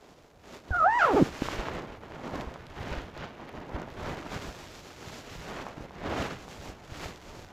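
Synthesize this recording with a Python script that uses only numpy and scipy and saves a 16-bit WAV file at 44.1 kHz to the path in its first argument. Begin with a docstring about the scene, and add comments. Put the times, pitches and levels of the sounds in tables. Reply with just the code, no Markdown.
"""A soft rustle of sleeves, then a down jacket zips up in one quick pull and two nylon hoods are drawn
over the head, all close to a clip-on microphone. The slider sings at the rate of the teeth and slows
at the collar. Moving arms crumple the padding, sleeves swish and nylon slides on nylon, each a swarm
of tiny slips. Folds pop, creases tick and cloth bumps the microphone over a quiet room tone."""
import sys
import numpy as np
from scipy import signal
from scipy.fft import rfft, irfft, next_fast_len
from scipy.io import wavfile

SR = 44100
rng = np.random.default_rng(int(sys.argv[2]) if len(sys.argv) > 2 else 0)


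def to_wav(sig):
    """Store sig (one row per channel, or 1-D mono) as 16-bit WAV at the path in sys.argv[1].

    Samples outside -1..1 are clipped; the rate is SR.
    """
    pcm = np.clip(np.atleast_2d(sig), -1, 1) * 32767
    pcm = np.round(pcm).astype(np.int16)
    wavfile.write(sys.argv[1], SR, pcm.T)  # frames by channels


N = 331835
T = np.arange(N) / SR

# tooth pairs passing the slider each second, before judder and braking: t/s, f/Hz
SLIDER_SPEED = [(0.715, 786), (0.747, 701), (0.769, 728), (0.813, 639), (0.841, 631), (0.891, 861.9),
                (0.979, 996.2), (1.015, 729.6), (1.035, 692), (1.099, 430), (1.119, 400), (1.135, 319.8),
                (1.149, 235.3), (1.165, 402.5), (1.171, 451), (1.183, 384.3), (1.201, 291.4), (1.23, 199)]
# how the slider grips: t/s, pair tone level/dB, bite level/dB
SLIDER_GRIP = [(.72, -34, -55), (.81, -44, -52), (.85, -22.5, -50), (.878, -20, -58), (.93, -30, -46.5),
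               (.98, -24.5, -47), (1.005, -31, -33.5), (1.11, -30, -33.5), (1.14, -26, -36.5),
               (1.18, -21, -31), (1.23, -19.5, -44)]
# the zipper tape rings when single teeth come at its resonance: f/Hz, gain/dB
TAPE_RESONANCE = [(300, 11.5), (600, -5), (950, -2), (1150, -3.5), (1280, 5.5), (1420, 1), (1600, 0.5),
                  (2000, -7)]
# how the tape passes the higher overtones: f/Hz, gain/dB
TAPE_EQ = [(200, 0), (1400, 0), (2100, -5), (2750, 0), (3700, -9), (4700, -6), (6200, -5), (7800, -8),
           (12000, -26)]
# colour of the slider's scrape: f/Hz, gain/dB
RASP_EQ = [(200, -5), (700, 9), (1400, 3), (2000, -4), (2800, -8), (3500, -8), (4500, -25), (8000, -33)]
# arm gestures (zip up, reach behind the neck, inner hood, outer hood, hands down):
# fastest moment t/s, rise/s, fall/s, crumple level/dB, swish level/dB, slide level/dB
ARM_STROKES = [ (.12, 0.3, 0.36, -56, -66, -67), (0.539, 0.083, 0.064, -44.5, -50, -55.5),
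               (.79, 0.14, 0.2, -47.5, -82, -60), (1.041, 0.042, 0.11, -45.5, -43.5, -51),
               (1.211, 0.12, 0.086, -38.5, -45.5, -49.5), (1.47, 0.17, 0.2, -43.5, -43, -49.5),
               (1.598, 0.056, 0.1, -37.5, -42, -75), (1.739, 0.11, 0.19, -39, -47.5, -67),
               (2.38, 0.24, .14, -38.5, -49.5, -61), (2.699, 0.031, 0.023, -61, -70, -79),
               (2.928, 0.18, 0.11, -38, -42.5, -59), (3.225, 0.096, 0.074, -42, -46, -75),
               (3.42, 0.043, 0.049, -44.5, -53, -80), (3.601, 0.11, 0.089, -44.5, -54, -81),
               (3.779, 0.12, 0.1, -39, -52, -82), (4.082, 0.12, 0.2, -38, -45.5, -57),
               (4.342, 0.057, 0.041, -40.5, -43.5, -51.5), (4.439, 0.062, 0.11, -43.5, -48, -52),
               (4.61, 0.12, .06, -49, -57.5, -56), (4.79, 0.24, 0.33, -52, -56.5, -54.5),
               (5.09, 0.091, 0.07, -47, -51.5, -53), (5.18, 0.065, 0.056, -48.5, -53, -52.5),
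               (5.35, 0.12, 0.27, -48, -49, -53.5), (5.515, .06, 0.19, -39, -45.5, -58),
               (5.819, .04, 0.044, -46.5, -67, -62.5), (6.127, 0.11, 0.088, -34, -42.5, -63.5),
               (6.214, 0.13, .13, -37.5, -41.5, -51), (6.488, 0.12, 0.24, -50, -61, -56),
               (6.661, 0.055, 0.057, -44, -52, -53.5), (6.941, .04, 0.12, -56, -50.5, -58.5),
               (7.04, 0.14, 0.089, -44, -46.5, -50.5), (7.398, 0.31, 0.11, -50.5, -67, -57.5)]
# the bed of rustle from arms that never rest: crumple level/dB, swish level/dB, slide level/dB
ARM_STIR = [-52, -57, -73.5]
# colours of the cloth layers: f/Hz, gain/dB
PADDING_EQ = [(20, -10), (60, -12), (150, 2), (330, 2), (600, -0.5), (950, -3.5), (1400, -10), (2200, -18),
              (4000, -91.5)]  # dull crumple
SLEEVE_EQ = [(300, -3), (800, -2.5), (1400, 1.5), (2100, -2), (3000, -5), (4200, -12.5), (7000, -23.5),
             (9000, -50)]  # midrange swish
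NYLON_EQ = [(900, -13), (2400, 2), (4000, 2), (5500, 0.5), (7200, -1.5), (7900, -6.5), (8700, -13.5),
            (11000, -13.5), (13500, -15), (15500, -21)]  # bright slide
FLUTTER_EQ = [(12, -9), (28, 1.5), (55, 0.5), (90, 2.5), (170, -5), (400, -49)]  # low puffs of air
CREASE_EQ = [(500, 3), (1800, 9.5), (4000, 4.5), (7200, 0), (8700, -11), (13500, -12), (15500, -20)]  # crisp ticks
# folds that snap over: t/s, peak level/dB, f/Hz
FOLD_POPS = [(.679, -42, 500), (.706, -28, 520), (1.263, -31, 600), (1.272, -30, 400), (1.4203, -17, 270),
             (1.4215, -22, 650), (1.4863, -16, 1000), (1.685, -19, 950), (2.0355, -30, 900),
             (2.5595, -30, 1000), (3.878, -32, 650), (4.2635, -28, 900), (5.6668, -23, 900),
             (5.682, -29, 900), (5.779, -31, 230), (5.807, -31, 280), (5.9085, -32, 900),
             (6.1255, -19, 600), (6.4805, -31, 800), (7.0585, -28, 700)]
# soft bumps of cloth on the microphone: t/s, peak level/dB, f/Hz
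MIC_BUMPS = [(.7085, -20.5, 73), (1.138, -31, 64), (1.2275, -21, 111), (1.587, -26.5, 46), (2.47, -30, 63),
             (2.914, -27, 60.5), (2.975, -28, 50.4), (3.746, -26.5, 70), (4.36, -29.5, 110),
             (4.486, -31, 61.5), (6.198, -26.5, 81.6), (6.92, -31.5, 92), (7.055, -33.5, 68.6)]
# sharp creases that flip: t/s, peak level before EQ/dB
CREASE_TICKS = [(.538, -43), (1.752, -28.5), (2.355, -30), (2.41, -26), (2.541, -30.5), (2.668, -35),
                (3.177, -30), (3.492, -31), (3.818, -32), (3.903, -32.5), (4.028, -39), (7.16, -35),
                (7.447, -33)]
# colour of the room's low hush: f/Hz, gain/dB
ROOM_EQ = [(30, -11.5), (200, -8), (450, -2), (700, -2.5), (1000, -10), (2000, -19.5), (6000, -36.5)]


def zipper(start_s=0.706, stop_s=1.233, attack_s=0.04, release_s=0.011, brake_s=0.022,
           judder_hz=58, judder_depth=0.048, full_bite_db=-33, rasp_db=-4):
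    """Left and right teeth mesh in turn: a pair tone, a tooth tone, and overtones as the slider bites."""
    pair_hz, = curves(SLIDER_SPEED)
    pair_db, bite_db = curves(SLIDER_GRIP)
    strain = np.minimum(undb(bite_db - full_bite_db), 1)
    # a biting slider catches and lets go; the collar halves its speed
    judder = np.sin(2 * np.pi * np.cumsum(judder_hz * (1 + 0.216 * wander(40))) / SR)
    brake = np.interp(stop_s - T, [0, brake_s], [.5, 1])
    pair_hz = pair_hz * (1 + judder_depth * strain * judder) * brake
    # a slow slider catches on single teeth, so its rhythm is less even
    jitter = 0.0078 + .012 * strain + .032 * (300 / np.maximum(pair_hz, 250)) ** 2
    phase = 2 * np.pi * np.cumsum(pair_hz * (1 + jitter * wander(900))) / SR
    shimmer_db = 1.53 + strain
    tooth_db = -18.5 + 0.19 * bite_db + shimmer_db * wander(350)
    tooth_gain = eq_gain(TAPE_RESONANCE, 2 * pair_hz) * undb(tooth_db)
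    # no two teeth are alike, so a weak pair tone comes and goes
    pair_gain = undb(pair_db + shimmer_db * wander(350)) + .07 * tooth_gain * wander(200)
    tones = pair_gain * np.sin(phase) + tooth_gain * np.sin(2 * phase)
    # faster teeth strike more sharply and keep their high overtones
    rolloff = np.minimum(1150 / pair_hz, 2) ** 1.4
    overtones = np.zeros(N)
    for k in range(3, 10):
        gain = (3 / k) ** rolloff * eq_gain(TAPE_EQ, k * pair_hz) * undb(2 * wander(160))
        overtones += gain * np.sin(k * phase + .7 * wander(250))
    # each tooth scrapes through the slider
    rasp = unit_rms(colour(rng.standard_normal(N) * np.sin(phase) ** 2, RASP_EQ))
    bite = undb(bite_db) * (overtones + undb(rasp_db) * rasp)
    fade_in = np.clip((T - start_s) / attack_s, 0, 1)
    fade_out = np.sqrt(np.clip((stop_s - T) / release_s, 0, 1))
    return fade_in * fade_out * (np.sqrt(2) * tones + bite)


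def arm_movement(stir_start_s=0.636, stir_fade_s=0.056, swell_shape=1.47):
    """Crumple, swish and slide envelopes in dB: each stroke swells and fades over the arms' steady stir."""
    stir_fade = np.clip((T - stir_start_s) / stir_fade_s, 1e-3, 1)
    power = np.outer(undb(ARM_STIR) ** 2, stir_fade)
    for peak_s, rise_s, fall_s, *levels_db in ARM_STROKES:
        away = np.maximum((peak_s - T) / rise_s, (T - peak_s) / fall_s)
        near = away < 6
        swell = np.exp(-away[near] ** swell_shape)  # shape 1 is pointed, 2 is a bell
        power[:, near] += np.outer(undb(levels_db), swell) ** 2
    return 10 * np.log10(power)


def cloth(flutter_db=-8):
    """Padding crumples, sleeves swish and nylon slides; faster movement brings more slips a second."""
    crumple_db, swish_db, slide_db = arm_movement()
    grip = wander(45)  # the cloth catches and lets go
    folds = slips(3600 * undb(0.46 * (crumple_db + 41)), spread_db=2)
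    rubs = slips(5000 * undb(0.54 * (swish_db + 45.5)), spread_db=3)
    threads = slips(14000 * undb(0.47 * (slide_db + 55)), spread_db=1.5)
    padding = layer(folds, PADDING_EQ, crumple_db + 1.4 * grip)
    sleeve = layer(rubs + 0.09 * folds, SLEEVE_EQ, swish_db + 1.9 * grip)
    nylon = layer(threads, NYLON_EQ, slide_db + 1.5 * grip)
    # the puffy chambers push air against the microphone
    flutter = layer(rng.standard_normal(N), FLUTTER_EQ, crumple_db + flutter_db + 4.7 * wander(20))
    # the thin shell crinkles wherever it is bent
    crinkle_db = 0.32 * (crumple_db + 45) + 0.57 * (slide_db + 62.5) - 61.5
    crinkle = layer(slips(110, spread_db=1.5), CREASE_EQ, crinkle_db)
    return padding + sleeve + nylon + flutter + crinkle


def slips(per_s, spread_db):
    """Cloth moves in a swarm of tiny slips: clicks at random moments, most weak and a few strong."""
    happens = rng.random(N) < per_s / SR
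    strength = undb(spread_db * np.minimum(rng.exponential(size=N), 5))
    return unit_rms(happens * strength * rng.choice([-1, 1], N))


def pops(cues):
    """A released fold or a bump of cloth swings for about one cycle and dies."""
    out, t = np.zeros(N), T[:SR // 6]
    for start_s, peak_db, hz in cues:
        swing = np.sin(2 * np.pi * hz * t) * np.exp(-(hz * t) ** 1.5)
        place(out, start_s, -undb(peak_db) * swing / np.abs(swing).max())
    return out


def creases(decay_s=0.00019):
    """A crease flips with a short bright tick."""
    out, t = np.zeros(N), T[:SR // 100]
    for start_s, level_db in CREASE_TICKS:
        tick = rng.standard_normal(len(t)) * np.exp(-t / decay_s)
        place(out, start_s, undb(level_db) * tick / np.abs(tick).max())
    return colour(out, CREASE_EQ)


def room(direct, t60_s=1.0, predelay_s=0.006, wet_db=-27, hush_db=-61):
    """Bare walls answer faintly, far from the microphone, over the low hush of the room."""
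    t = T[:SR // 2]
    tail = rng.standard_normal(len(t)) * np.exp(-np.log(1000) * t / t60_s) * (t > predelay_s)
    reverb = signal.fftconvolve(direct, tail / np.sqrt(np.sum(tail ** 2)))[:N]
    hush = layer(rng.standard_normal(N), ROOM_EQ, hush_db)
    return direct + undb(wet_db) * reverb + hush


def undb(db):
    """Decibels to gain."""
    return 10 ** (np.asarray(db) / 20)


def unit_rms(x):
    """Scale to rms 1."""
    return x / np.sqrt(np.mean(x ** 2))


def curves(rows):
    """One automation curve per column, in straight lines between the times in the first."""
    times, *columns = np.transpose(rows)
    return [np.interp(T, times, column) for column in columns]


def wander(per_s):
    """Random modulation of rms 1 that finds a new value per_s times a second."""
    return unit_rms(np.interp(T * per_s, np.arange(N), rng.standard_normal(N)))


def eq_gain(eq, hz):
    """Linear gain of an EQ curve at the given frequencies."""
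    points_hz, points_db = np.transpose(eq)
    return undb(np.interp(np.log(np.maximum(hz, 1)), np.log(points_hz), points_db))


def colour(x, eq):
    """Minimum-phase EQ, so that clicks keep their sharp attacks."""
    size = next_fast_len(N + SR // 4, True)
    size += size % 2
    bins_hz = np.arange(size // 2 + 1) * SR / size
    cepstrum = irfft(np.log(eq_gain(eq, bins_hz)))
    cepstrum[1:size // 2] *= 2
    cepstrum[size // 2 + 1:] = 0
    return irfft(rfft(x, size) * np.exp(rfft(cepstrum)))[:N]


def layer(source, eq, fader_db):
    """Colour a source, normalise it and ride its level."""
    return unit_rms(colour(source, eq)) * undb(fader_db)


def place(out, start_s, sound):
    """Mix a short sound in at its cue."""
    i = int(start_s * SR)
    out[i:i + len(sound)] += sound[:N - i]


def scene():
    """Everything reaches one microphone on the chest."""
    mono = room(zipper() + cloth() + pops(FOLD_POPS) + pops(MIC_BUMPS) + creases())
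    return np.array([mono, mono])


def record(dry):
    """Lows and mids lean slightly right, each channel has its own faint hiss, and the top is cut."""
    body = signal.sosfiltfilt(signal.butter(2, 3100, fs=SR, output="sos"), dry)
    leaning = dry + 0.074 * np.array([[-1], [1]]) * body
    hiss = undb(-85.5) * rng.standard_normal((2, N))
    high_cut = signal.ellip(10, .2, 80, 15500, fs=SR, output="sos")
    return signal.sosfilt(high_cut, leaning + hiss)


dry = scene()
out = record(dry)
to_wav(out)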